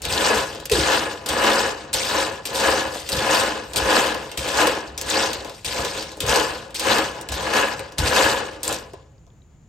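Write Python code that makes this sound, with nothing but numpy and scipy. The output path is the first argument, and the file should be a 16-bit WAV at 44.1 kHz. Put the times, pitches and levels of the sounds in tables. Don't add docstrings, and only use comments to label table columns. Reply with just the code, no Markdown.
import sys
import numpy as np
from scipy import signal
from scipy.fft import rfft, irfft, next_fast_len
from scipy.io import wavfile
from scipy.ndimage import uniform_filter1d, map_coordinates

SR = 44100
rng = np.random.default_rng(int(sys.argv[2]) if len(sys.argv) > 2 else 0)


def waveform_to_disk(signal):
    frames = np.transpose(np.atleast_2d(signal))
    scaled = np.clip(frames, -1, 1) * 32767
    samples = np.round(scaled).astype(np.int16)
    wavfile.write(sys.argv[1], SR, samples)


def level_to_linear(level):
    exponent = np.asarray(level, float) / 20
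    return 10 ** exponent


N = 426888

# (blade enters [s], build-up [s], hold [s], bowl ring on entry [dB], at full push [dB])
STROKE_TABLE = [(-0.5, .2, .02, -30, -24), (0.035, .24, .08, -30, -22), (0.71, .23, .03, -28, -22),
                (1.26, .215, .12, -28, -19.5), (1.931, .22, .05, -31, -23.5), (2.453, .21, .11, -37, -21.5),
                (3.09, .225, .11, -33, -19.5), (3.74, .22, .05, -28, -19), (4.373, .235, .02, -34, -20),
                (4.98, .2, .06, -37, -23.5), (5.645, .14, .21, -33, -28.5), (6.203, .12, .1, -32, -21),
                (6.75, .13, .09, -38, -19.5), (7.287, .3, .01, -34, -21), (7.976, .26, .03, -28, -19),
                (8.631, .065, .01, -35, -26), (8.93, .02, .08, -50, -50)]
# (time [s], peak [dB], pitch [Hz])
BLADE_STRIKES = [(0.0188, -19, 7840), (0.0516, -7, 3120), (0.6555, -18, 2870), (0.6973, -11, 2530),
                 (0.7166, -5, 2550), (1.2608, -12, 4330), (1.290, -10, 5000), (1.9302, -11, 7600),
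                 (1.967, -18, 4300), (2.4542, -11.5, 2780), (2.4972, -20.5, 3840), (3.0895, -8.5, 2590),
                 (3.1192, -9, 3670), (3.167, -11, 4270), (3.7339, -14, 3800), (3.7594, -7.5, 2480),
                 (4.375, -8.5, 2950), (4.9773, -12, 6280), (5.013, -11, 8200), (5.1006, -13, 7200),
                 (5.646, -19.5, 3520), (6.2049, -7, 2990), (6.7447, -21, 3450), (6.7955, -6.5, 4580),
                 (7.2875, -12.5, 2920), (7.321, -17, 5240), (7.9826, -10.5, 4200), (8.017, -18, 3440),
                 (8.6312, -14, 7100), (8.6792, -12, 8400)]
# (time [s], peak [dB])
SINK_LURCHES = [(0.029, -36), (0.069, -28), (0.119, -26), (0.359, -30), (0.717, -23), (0.789, -20),
                (1.293, -31), (1.939, -32), (2.669, -34), (3.124, -24), (3.169, -26), (3.759, -27),
                (3.819, -25), (4.382, -28), (4.989, -41), (5.049, -37), (5.659, -31), (5.786, -29),
                (6.225, -23), (6.289, -27), (7.3, -31), (7.329, -31), (7.399, -29), (7.989, -17),
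                (8.029, -19), (8.239, -30), (8.679, -40)]
# (frequency [Hz], width [Hz], level [dB])
BOWL_MODES = [(220, 22, -7.5), (312.5, 23, -2), (419.4, 55, -3), (483.5, 47, 0), (538, 32, 3),
              (681, 50, -5), (766, 40, -4.5), (856, 52, -3.5), (995, 56, -0.5), (1069, 120, -5),
              (1205, 110, -6), (1307, 120, -8.5), (1465, 53, -5), (1678, 57, -3), (1830, 99, -9.5),
              (2120, 250, -15.5), (2570, 120, -11), (2930, 150, -11.5), (3980, 170, -22)]
# (frequency [Hz], width [Hz], level [dB])
SINK_MODES = [(65, 13, 1), (105, 23, -3.5), (138, 42, -5)]
# (frequency [Hz], density [dB per Hz])
SHELL_SPECTRUM = [(300, -36), (900, -20), (1900, -9.5), (3000, -4.5), (4400, -2.5), (6000, -6), (8500, -4),
                  (10000, -7.5), (12000, -9), (15500, -17.5), (16500, -56)]


def unit(x):
    return x / np.sqrt(np.mean(x ** 2) + 1e-20)


def along(points, hz):
    f, v = np.transpose(points)
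    return np.interp(np.log(hz + 1), np.log(f + 1), v)


def wobble(rate_hz):
    step = 16
    knots = rng.standard_normal(int(N * 400 / SR) + 9)
    curve = map_coordinates(knots, [np.arange(0, N, step) * min(rate_hz, 399) / SR])
    return np.repeat(curve, step)[:N]


def filtered(x, response):
    m = next_fast_len(N + SR // 2)
    return irfft(rfft(x, m) * response(np.fft.rfftfreq(m, 1 / SR)), m)[..., :N]


def modes(table):
    def response(f):
        total = 0
        for k, (centre, width, db) in enumerate(table):
            band = 1j * f * width
            total = total + (-1) ** k * level_to_linear(db) * band / (centre * centre - f * f + band)
        return total
    return response


def sink_response(low_cut_hz):
    return lambda hz: modes(SINK_MODES)(hz) * hz ** 4 / (hz ** 4 + low_cut_hz ** 4)


def shell_colour(gain_db=0):
    return lambda hz: level_to_linear(along(SHELL_SPECTRUM, hz) + gain_db)


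def high_shelf(hz, order):
    return lambda f: 1 / (1 + (hz / (f + 1)) ** order)


def contacts(per_second, spread_db):
    count, hits = int(per_second * N / SR), np.zeros((2, N))
    size = level_to_linear(spread_db * np.minimum(rng.exponential(1, count), 3))
    hits[:, rng.integers(0, N, count)] = size * rng.standard_normal((2, count))
    return hits


def kitchen():
    # (frequency [Hz], density [dB per Hz])
    hum_spectrum = [(15, -43.5), (27, -28), (42, -6), (82, -10.5), (99, -11), (137, -16), (212, -34.5),
                    (607, -47), (2480, -49.5), (4740, -60.5), (7110, -43), (10100, -87), (16000, -115)]
    # (frequency [Hz], width [Hz], level [dB])
    hiss_modes = [(2400, 900, -8.5), (6400, 900, -2), (7150, 250, 3.5)]
    hum = unit(filtered(rng.standard_normal((2, N)), lambda hz: level_to_linear(along(hum_spectrum, hz))))
    hiss = unit(filtered(rng.standard_normal((2, N)), lambda hz: modes(hiss_modes)(hz) ** 2))
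    return level_to_linear(-54.5) * hum + level_to_linear(-71) * hiss


def settle(rise_s, hold_s):
    return 53 + 3.2 / (rise_s + hold_s)


def ring_level(t):
    entry_s, touch_db, sag_db_per_s, still_db = .035, -8, 20, -77
    power = level_to_linear(2 * still_db)
    for s, rise, hold, entry_db, full_db in STROKE_TABLE:
        times = s + np.cumsum([0, min(entry_s, rise / 2), max(rise - entry_s, rise / 2), hold, 1])
        held_db = full_db - sag_db_per_s * hold
        levels = [entry_db + touch_db, entry_db, full_db, held_db, held_db - settle(rise, hold)]
        power = power + level_to_linear(2 * np.interp(t, times, levels, -120, -120))
    return 10 * np.log10(power)


def stroke_levels():
    # (time [s], shell rattle [dB], time to lose 20 dB [s], sharpness [dB])
    digs = [(0.019, -37, 3, -12), (0.075, -25.5, 1.6, -10), (0.48, -43, .4, -24), (0.655, -30, .03, -11),
            (0.715, -25, 1.2, -10), (1.26, -37, .1, -3), (1.287, -29, .4, -10), (1.931, -25, 1.2, -11),
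            (2.453, -32, .15, -10), (2.525, -26, .8, -10), (2.9, -34, .5, -10), (3.09, -36, .1, -2),
            (3.125, -28, .25, -10), (3.62, -56, .9, 0), (3.76, -22, .1, -11), (4.2, -41, .4, -12),
            (4.373, -29, .6, -11), (4.977, -40, .6, -11), (5.055, -24, .9, -15), (5.44, -45, .7, -11),
            (5.646, -28, 1.1, -13), (6.0, -41, .35, -24), (6.203, -29, .1, -8), (6.26, -26, .7, -9),
            (6.744, -32, .3, -12), (6.795, -30, .4, -11), (7.318, -31, .3, -13), (7.982, -23, .1, -11),
            (8.03, -26, .8, -11), (8.631, -35, .7, -4)]
    rattle_db, rattle_grows, shake_db, shake_grows = -23.5, 1.35, -41.5, .55
    sharp_db, sharp_grows = -10, .45
    dry_db, dry_s = 9, .025
    slide_s = .035
    sink_rest_db, lurch_hum_db = -52, -9
    step = 16
    t = np.arange(0, N + step, step) / SR
    bowl_db = ring_level(t)
    over_db = bowl_db + 20
    rattle = level_to_linear(2 * (rattle_db + rattle_grows * over_db))
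    edge = rattle * level_to_linear(2 * (sharp_db + sharp_grows * over_db))
    sink = level_to_linear(2 * (shake_db + shake_grows * over_db)) + level_to_linear(2 * sink_rest_db)
    for s, dig_db, fall_s, dig_sharp_db in digs:
        rise, hold, stop = next((b, h, a + b + h) for a, b, h, *_ in STROKE_TABLE if a + b + h > s)
        since = np.maximum(t - s, 0)
        struck = min(abs(s - row[0]) for row in BLADE_STRIKES) < .009
        swell = 1 if struck else np.minimum(since / slide_s, 1) ** 2
        rest_db = rattle_grows * settle(rise, hold) * np.maximum(t - stop, 0)
        burst = (t >= s) * swell * level_to_linear(2 * (dig_db - 20 * since / fall_s - rest_db))
        rattle = rattle + burst
        edge = edge + burst * level_to_linear(2 * (dig_sharp_db + dry_db * np.exp(-since / dry_s)))
    for s, db in SINK_LURCHES:
        sink = sink + (t >= s) * level_to_linear(2 * (db + lurch_hum_db - 130 * np.maximum(t - s, 0)))
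    levels = 10 * np.log10(rattle), bowl_db, 10 * np.log10(sink), 10 * np.log10(edge / rattle)
    return [np.repeat(level, step)[:N] for level in levels]


def patchy(x, depth_db):
    z = signal.stft(x, nperseg=256)[2]
    field = uniform_filter1d(rng.standard_normal(z.shape[1:]), size=7, axis=0)
    field = uniform_filter1d(field, size=8, axis=1)
    return signal.istft(z * level_to_linear(depth_db * unit(field)), nperseg=256)[1][:, :N]


def rattle(clumps, sharp_db):
    count, t = 22000, np.arange(130) / SR
    when, pitch, size, life = rng.random((count, 4)).T[..., None]
    hz = 1700 + 8500 * pitch
    decay_db = -60 * t * hz / (10 + 30 * life)
    click = level_to_linear(-1.8 * np.log(size + .08) + decay_db) * np.sin(2 * np.pi * hz * t)
    at = (when * N + np.arange(len(t))).astype(int).ravel()
    sides = rng.uniform(-1, 1, (2, count, 1))
    clicks = np.array([np.bincount(at, (side * click).ravel(), N)[:N] for side in sides])
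    t = np.arange(SR // 40) / SR
    scrape = rng.standard_normal((2, len(t))) * level_to_linear(-60 * t / 0.014)
    grit = signal.oaconvolve(contacts(1500, spread_db=2.2), scrape, axes=1)[:, :N]
    heap = 0.65 * unit(clicks) + 0.6 * unit(grit) + 0.85 * rng.standard_normal((2, N))
    heap = unit(clumps * filtered(patchy(heap, depth_db=2.0), shell_colour()))
    edge = filtered(heap, high_shelf(7500, 8))
    return heap + (level_to_linear(sharp_db + 6.5) - 1) * edge


def stirring():
    # (time [s], level [dB])
    upper = [(0.3, -0.5), (0.95, 2), (1.5, 0), (2.15, 1), (2.7, 0), (3.35, 0), (3.97, 0), (4.6, 0),
             (5.2, 0), (5.85, 0), (6.37, 0), (6.93, 0), (7.57, 2), (8.25, 0.5), (8.7, 0), (8.95, -4)]
    rattle_db, bowl_db, sink_db, sharp_db = stroke_levels()
    surge = 1.1 * wobble(25) + 0.81 * wobble(60)
    push = unit(contacts(1500, spread_db=2.0)) + 0.81 * rng.standard_normal((2, N))
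    drive = level_to_linear(0.36 * surge + 0.73 * wobble(35) + 0.9 * wobble(12)) * push
    bowl = unit(filtered(drive, modes(BOWL_MODES)))
    rim = filtered(bowl, high_shelf(800, 4))
    rim_db = 0.34 * (bowl_db + 28.5) + np.interp(np.arange(N) / SR, *np.transpose(upper))
    bowl = bowl + (level_to_linear(rim_db) - 1) * rim
    sink = unit(filtered(level_to_linear(0.84 * wobble(19)) * rng.standard_normal((2, N)), sink_response(40)))
    shells = rattle(level_to_linear(surge + 1.1 * wobble(150)), sharp_db)
    return level_to_linear(rattle_db + 1.72) * shells + level_to_linear(bowl_db + 1.54) * bowl + level_to_linear(sink_db + 1.2) * sink


def knocks():
    # (time [s], peak [dB], pitch [Hz], bowl blow [dB])
    clacks = [(0.1244, -9, 4300, -22), (2.47, -21, 2900, -20), (2.599, -7.5, 4550, -9),
              (2.807, -15.5, 3000, -8), (4.145, -14, 2530, 4), (4.4784, -14.5, 2920, 1),
              (4.572, -9, 4800, -3), (4.6701, -2.5, 2900, -5), (5.0619, -24, 7170, -5),
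              (5.0855, -18.5, 2570, -15), (5.3312, -9, 4420, -11), (5.8484, -8, 3750, -6),
              (6.264, -11, 4250, -10), (6.2947, -6, 2800, -11), (6.3583, -5, 5050, 6),
              (6.9835, -5, 4020, -4), (7.5364, -9, 2260, -13), (8.6647, -28, 2870, -15.5),
              (8.7255, -11.5, 7640, -0.5), (8.7444, -16.5, 5630, -17)]
    # (time [s], peak [dB], pitch [Hz], bowl blow [dB])
    settling = [(0.5486, -22, 3130, 0), (0.6, -20, 3260, -6), (2.9527, -17, 2020, 2),
                (3.0294, -30, 4360, -20), (3.068, -28, 3000, -17), (3.533, -31, 2900, -7),
                (4.1081, -24.5, 3890, -6), (4.3155, -16, 2980, -3), (5.4468, -20, 2880, 5),
                (5.4959, -22, 3800, 3), (6.0247, -17, 2710, -15), (6.117, -23, 4500, -5),
                (6.17, -30, 8450, 8), (6.7062, -28, 3030, -3), (7.2115, -19.5, 7950, -4),
                (7.7932, -15, 2060, 2), (7.9214, -28, 5200, -8), (8.7644, -24.5, 2860, -20),
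                (8.9341, -30, 2980, 6), (9.2665, -54, 4800, 17), (1.135, -30, 3000, 8), (4.2, -26, 3500, 0),
                (6.58, -26, 3000, 2)]
    blade_blow_db, soft_hz = -11, 750
    crack, ring, blows = np.zeros((2, N + SR)), np.zeros((2, N + SR)), np.zeros((2, N))
    t = np.arange(SR // 12) / SR
    rise = 1 - np.exp(-t * 4000)
    strikes = [(*row, blade_blow_db) for row in BLADE_STRIKES]
    for s, db, hz, blow_db in [*strikes, *clacks, *settling]:
        at = round(s * SR)
        span = slice(at, at + len(t))
        luck = rise * rng.standard_normal((3, 2, len(t)))
        crack[:, span] += level_to_linear(db - 9) * (level_to_linear(-60 * t / .008) + .5 * level_to_linear(-60 * t / 0.039)) * luck[0]
        shell = signal.iirpeak(hz, 2.2, SR)
        ring[:, span] += signal.lfilter(*shell, level_to_linear(db - 4 - 60 * t / 0.035) * luck[1])
        blows[:, span] += level_to_linear(db + blow_db + 7.5 - 60 * t / .03) * luck[2]
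    soft = level_to_linear(5) * signal.lfilter(*signal.butter(2, soft_hz, fs=SR), blows)
    bowl = filtered(soft + thuds(), modes(BOWL_MODES))
    return filtered(crack[:, :N], shell_colour(4)) + ring[:, :N] + bowl


def echoes(x):
    # (frequency [Hz], t60 [s])
    room_t60 = [(200, 0.24), (2000, 0.36), (9000, 0.05)]
    hz, t, z = signal.stft(rng.standard_normal((2, SR // 3)), SR, nperseg=256)
    fade = level_to_linear(-60 * t / along(room_t60, hz)[:, None])
    tail = signal.istft(z * fade, SR, nperseg=256)[1]
    late = np.pad(x, ((0, 0), (200, 0)))
    return signal.fftconvolve(late, tail / np.linalg.norm(tail[0]), axes=1)[:, :N]


def lurches():
    push_s = .007
    t, out = np.arange(N) / SR, np.zeros((2, N))
    push = np.sin(np.pi * np.minimum(t / push_s, 1))
    boom = filtered(push, sink_response(36))[:SR // 3]
    for s, db in SINK_LURCHES:
        out[0, round(s * SR):][:len(boom)] += level_to_linear(db + .5) * boom / abs(boom).max()
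    return out


def pings():
    # (time [s], peak [dB], pitch [Hz], t60 [s])
    edge_hits = [(0.1052, -17, 3010, .012), (0.1371, -11, 4260, .012), (0.222, -17, 6500, .01),
                 (0.408, -21, 7000, .01), (1.4391, -15, 2900, .012), (2.5571, -19, 3910, .015),
                 (3.2266, -19, 3520, .012), (3.8806, -19, 3800, .012), (5.1003, -9, 7200, .02),
                 (5.178, -15, 5000, .015), (5.7164, -20, 3340, .012), (6.8853, -15, 2990, .012),
                 (6.9292, -14, 2830, .012), (7.3417, -20, 2580, .012), (8.0835, -14, 4140, .012),
                 (8.6787, -7, 7500, .006), (8.692, -15, 7000, .01), (8.7435, -14, 6000, .006),
                 (8.764, -20, 6000, .01), (8.787, -24, 6500, .01), (8.936, -27, 600, .07),
                 (9.07, -57, 5000, .006), (9.1805, -52, 3700, .014), (9.2665, -46, 5000, .007),
                 (9.2775, -50, 3900, .008), (9.3028, -51, 3200, .012), (9.419, -52, 3300, .02)]
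    out, t = np.zeros((2, N + SR)), np.arange(SR // 20) / SR
    for s, db, hz, t60 in edge_hits:
        size, detune = rng.standard_normal((2, 2, 9, 1))
        partials = size * np.sin(2 * np.pi * hz * np.exp(0.21 * detune[0]) * t)
        ring = level_to_linear(-60 * t / t60) * np.sum(partials, axis=1)
        out[:, round(s * SR):][:, :len(t)] += level_to_linear(db) * ring / abs(ring).max()
    return out[:, :N]


def thuds():
    # (time [s], peak [dB])
    wall_hits = [(0.296, 2), (0.838, -11), (0.922, -4), (1.342, -11.5), (1.4, -6.5), (1.479, 1.5),
                 (1.938, -6), (2.75, -11), (3.317, -3), (3.402, -9.5), (3.758, -13.5), (3.87, -13),
                 (3.892, -9.5), (3.938, -8), (3.961, 3), (4.583, 1), (4.606, -0.5), (5.79, -5),
                 (6.302, -12), (6.366, -8), (6.885, -9.5), (6.926, -3.5), (6.981, -3.5), (7.528, -3),
                 (7.565, 1), (7.983, -10), (8.222, -14), (8.243, -10), (8.266, -5.5), (8.319, -5),
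                 (0.232, -8), (2.012, -12), (3.262, -10), (3.823, -10), (4.033, -8), (5.129, -10),
                 (5.17, -6), (7.076, -12), (7.469, -11), (8.084, -8), (8.16, -8), (8.184, -6), (8.397, -12),
                 (8.694, -12), (2.15, -8), (2.215, -8), (6.335, -6), (6.41, -8), (2.6, -8), (2.7, -8)]
    blows, t = np.zeros((2, N + SR)), np.arange(SR // 20) / SR
    rise = 1 - np.exp(-t / 0.0051)
    for s, db in wall_hits:
        push = level_to_linear(db + 7 - 60 * t / 0.049) * rise * rng.standard_normal((2, len(t)))
        blows[:, round(s * SR):][:, :len(t)] += push
    return blows[:, :N]


def gulps():
    # (time [s], peak [dB], pitch [Hz])
    pockets = [
        (0.713, -8, 423),
        (6.234, -26, 431),
    ]
    out, t = np.zeros((2, N + SR)), np.arange(SR // 6) / SR
    sag = np.cumsum(.72 + 0.4 * np.exp(-t / 0.036)) / SR
    flutter_db = 4 * wobble(90)[:len(t)]
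    fade = level_to_linear(-60 * t / 0.07) + 0.22 * level_to_linear(-60 * t / 0.7)
    rise = 1 - np.exp(-t / 0.007)
    for s, db, hz in pockets:
        tone = np.sin(2 * np.pi * hz * sag)
        out[0, round(s * SR):][:len(t)] += level_to_linear(db + flutter_db) * fade * rise * tone
    return out[:, :N]


def scene():
    hits = knocks() + gulps()
    return stirring() + pings() + hits + level_to_linear(-4.5) * echoes(hits) + lurches() + kitchen()


def sudden(x, jump_db):
    power = np.add.reduceat(np.diff(x) ** 2, np.arange(0, N - 1, 128)) + 1e-12
    leap = power[6:] / uniform_filter1d(power, size=6)[2:-4] > level_to_linear(2 * jump_db)
    return np.add.reduceat(np.pad(leap, (10, 16)), np.arange(0, len(leap) + 18, 8)) > 0


def thinned(ports, weaker_db, masked_db, ragged_db):
    halves = np.array([ports[0] + ports[1], ports[0] - ports[1]]) / 2
    hz, _, z = signal.stft(halves, SR, "cosine", 2048, 1024)
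    bands = np.add.reduceat(abs(z) ** 2, np.arange(0, len(hz), 16), axis=1)
    power = np.repeat(bands, 16, axis=1)[:, :len(hz)]
    body = power[0, (hz > 1000) & (hz < 8000)].mean(axis=0)
    mood_db = np.repeat(ragged_db * rng.standard_normal(bands.shape), 16, axis=1)[:, :len(hz)]
    strong = power > level_to_linear(2 * (weaker_db + mood_db)) * power.sum(axis=0)
    audible = power > level_to_linear(2 * (masked_db + mood_db)) * body
    low = (hz < 8300)[:, None]
    keep = (strong & audible) | low | sudden(ports[0], jump_db=7)[:z.shape[-1]]
    mid, side = signal.istft(z * keep, SR, "cosine", 2048, 1024)[1][:, :N]
    return np.array([mid + side, mid - side])


def top_cut(x):
    return signal.sosfilt(signal.butter(12, 17000, fs=SR, output="sos"), x)


def record(dry):
    # (frequency [Hz], correlation [0-1])
    alike = [(60, .99), (130, .95), (290, .9), (640, .7), (1410, .68), (3100, .56), (6800, .62),
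             (7800, .85), (8400, .92)]
    # (frequency [Hz], level [dB])
    lean = [(60, .3), (380, 0), (700, 3.5), (1290, 2.5), (4400, 3), (7000, 2), (8400, 0)]
    # (frequency [Hz], left lead
    phase_lead = [(500, 0), (700, .06), (1900, -.25), (2800, .2), (7500, .1), (8600, 0), (10150, -1), (11900, -2),
                  (13800, -3), (15500, -4)]

    def spread(hz):
        turn = np.arccos(np.clip(along(alike, hz), 0, 1)) / 2
        return np.array([np.cos(turn), np.sin(turn)])

    def port(hz):
        left = level_to_linear(along(lean, hz) / 2) * np.exp(.5j * np.pi * along(phase_lead, hz))
        return left ** np.array([[1], [-1]]) * (hz < 16500)

    shared, apart = filtered(dry, spread)
    ports = filtered(np.array([shared + apart, shared - apart]), port)
    ports = ports / (1 + abs(ports / .95) ** 4) ** (1 / 4)
    mix = thinned(ports, weaker_db=-4.5, masked_db=-24.5, ragged_db=2.5)
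    return top_cut(mix)


dry = scene()
out = record(dry)
waveform_to_disk(out)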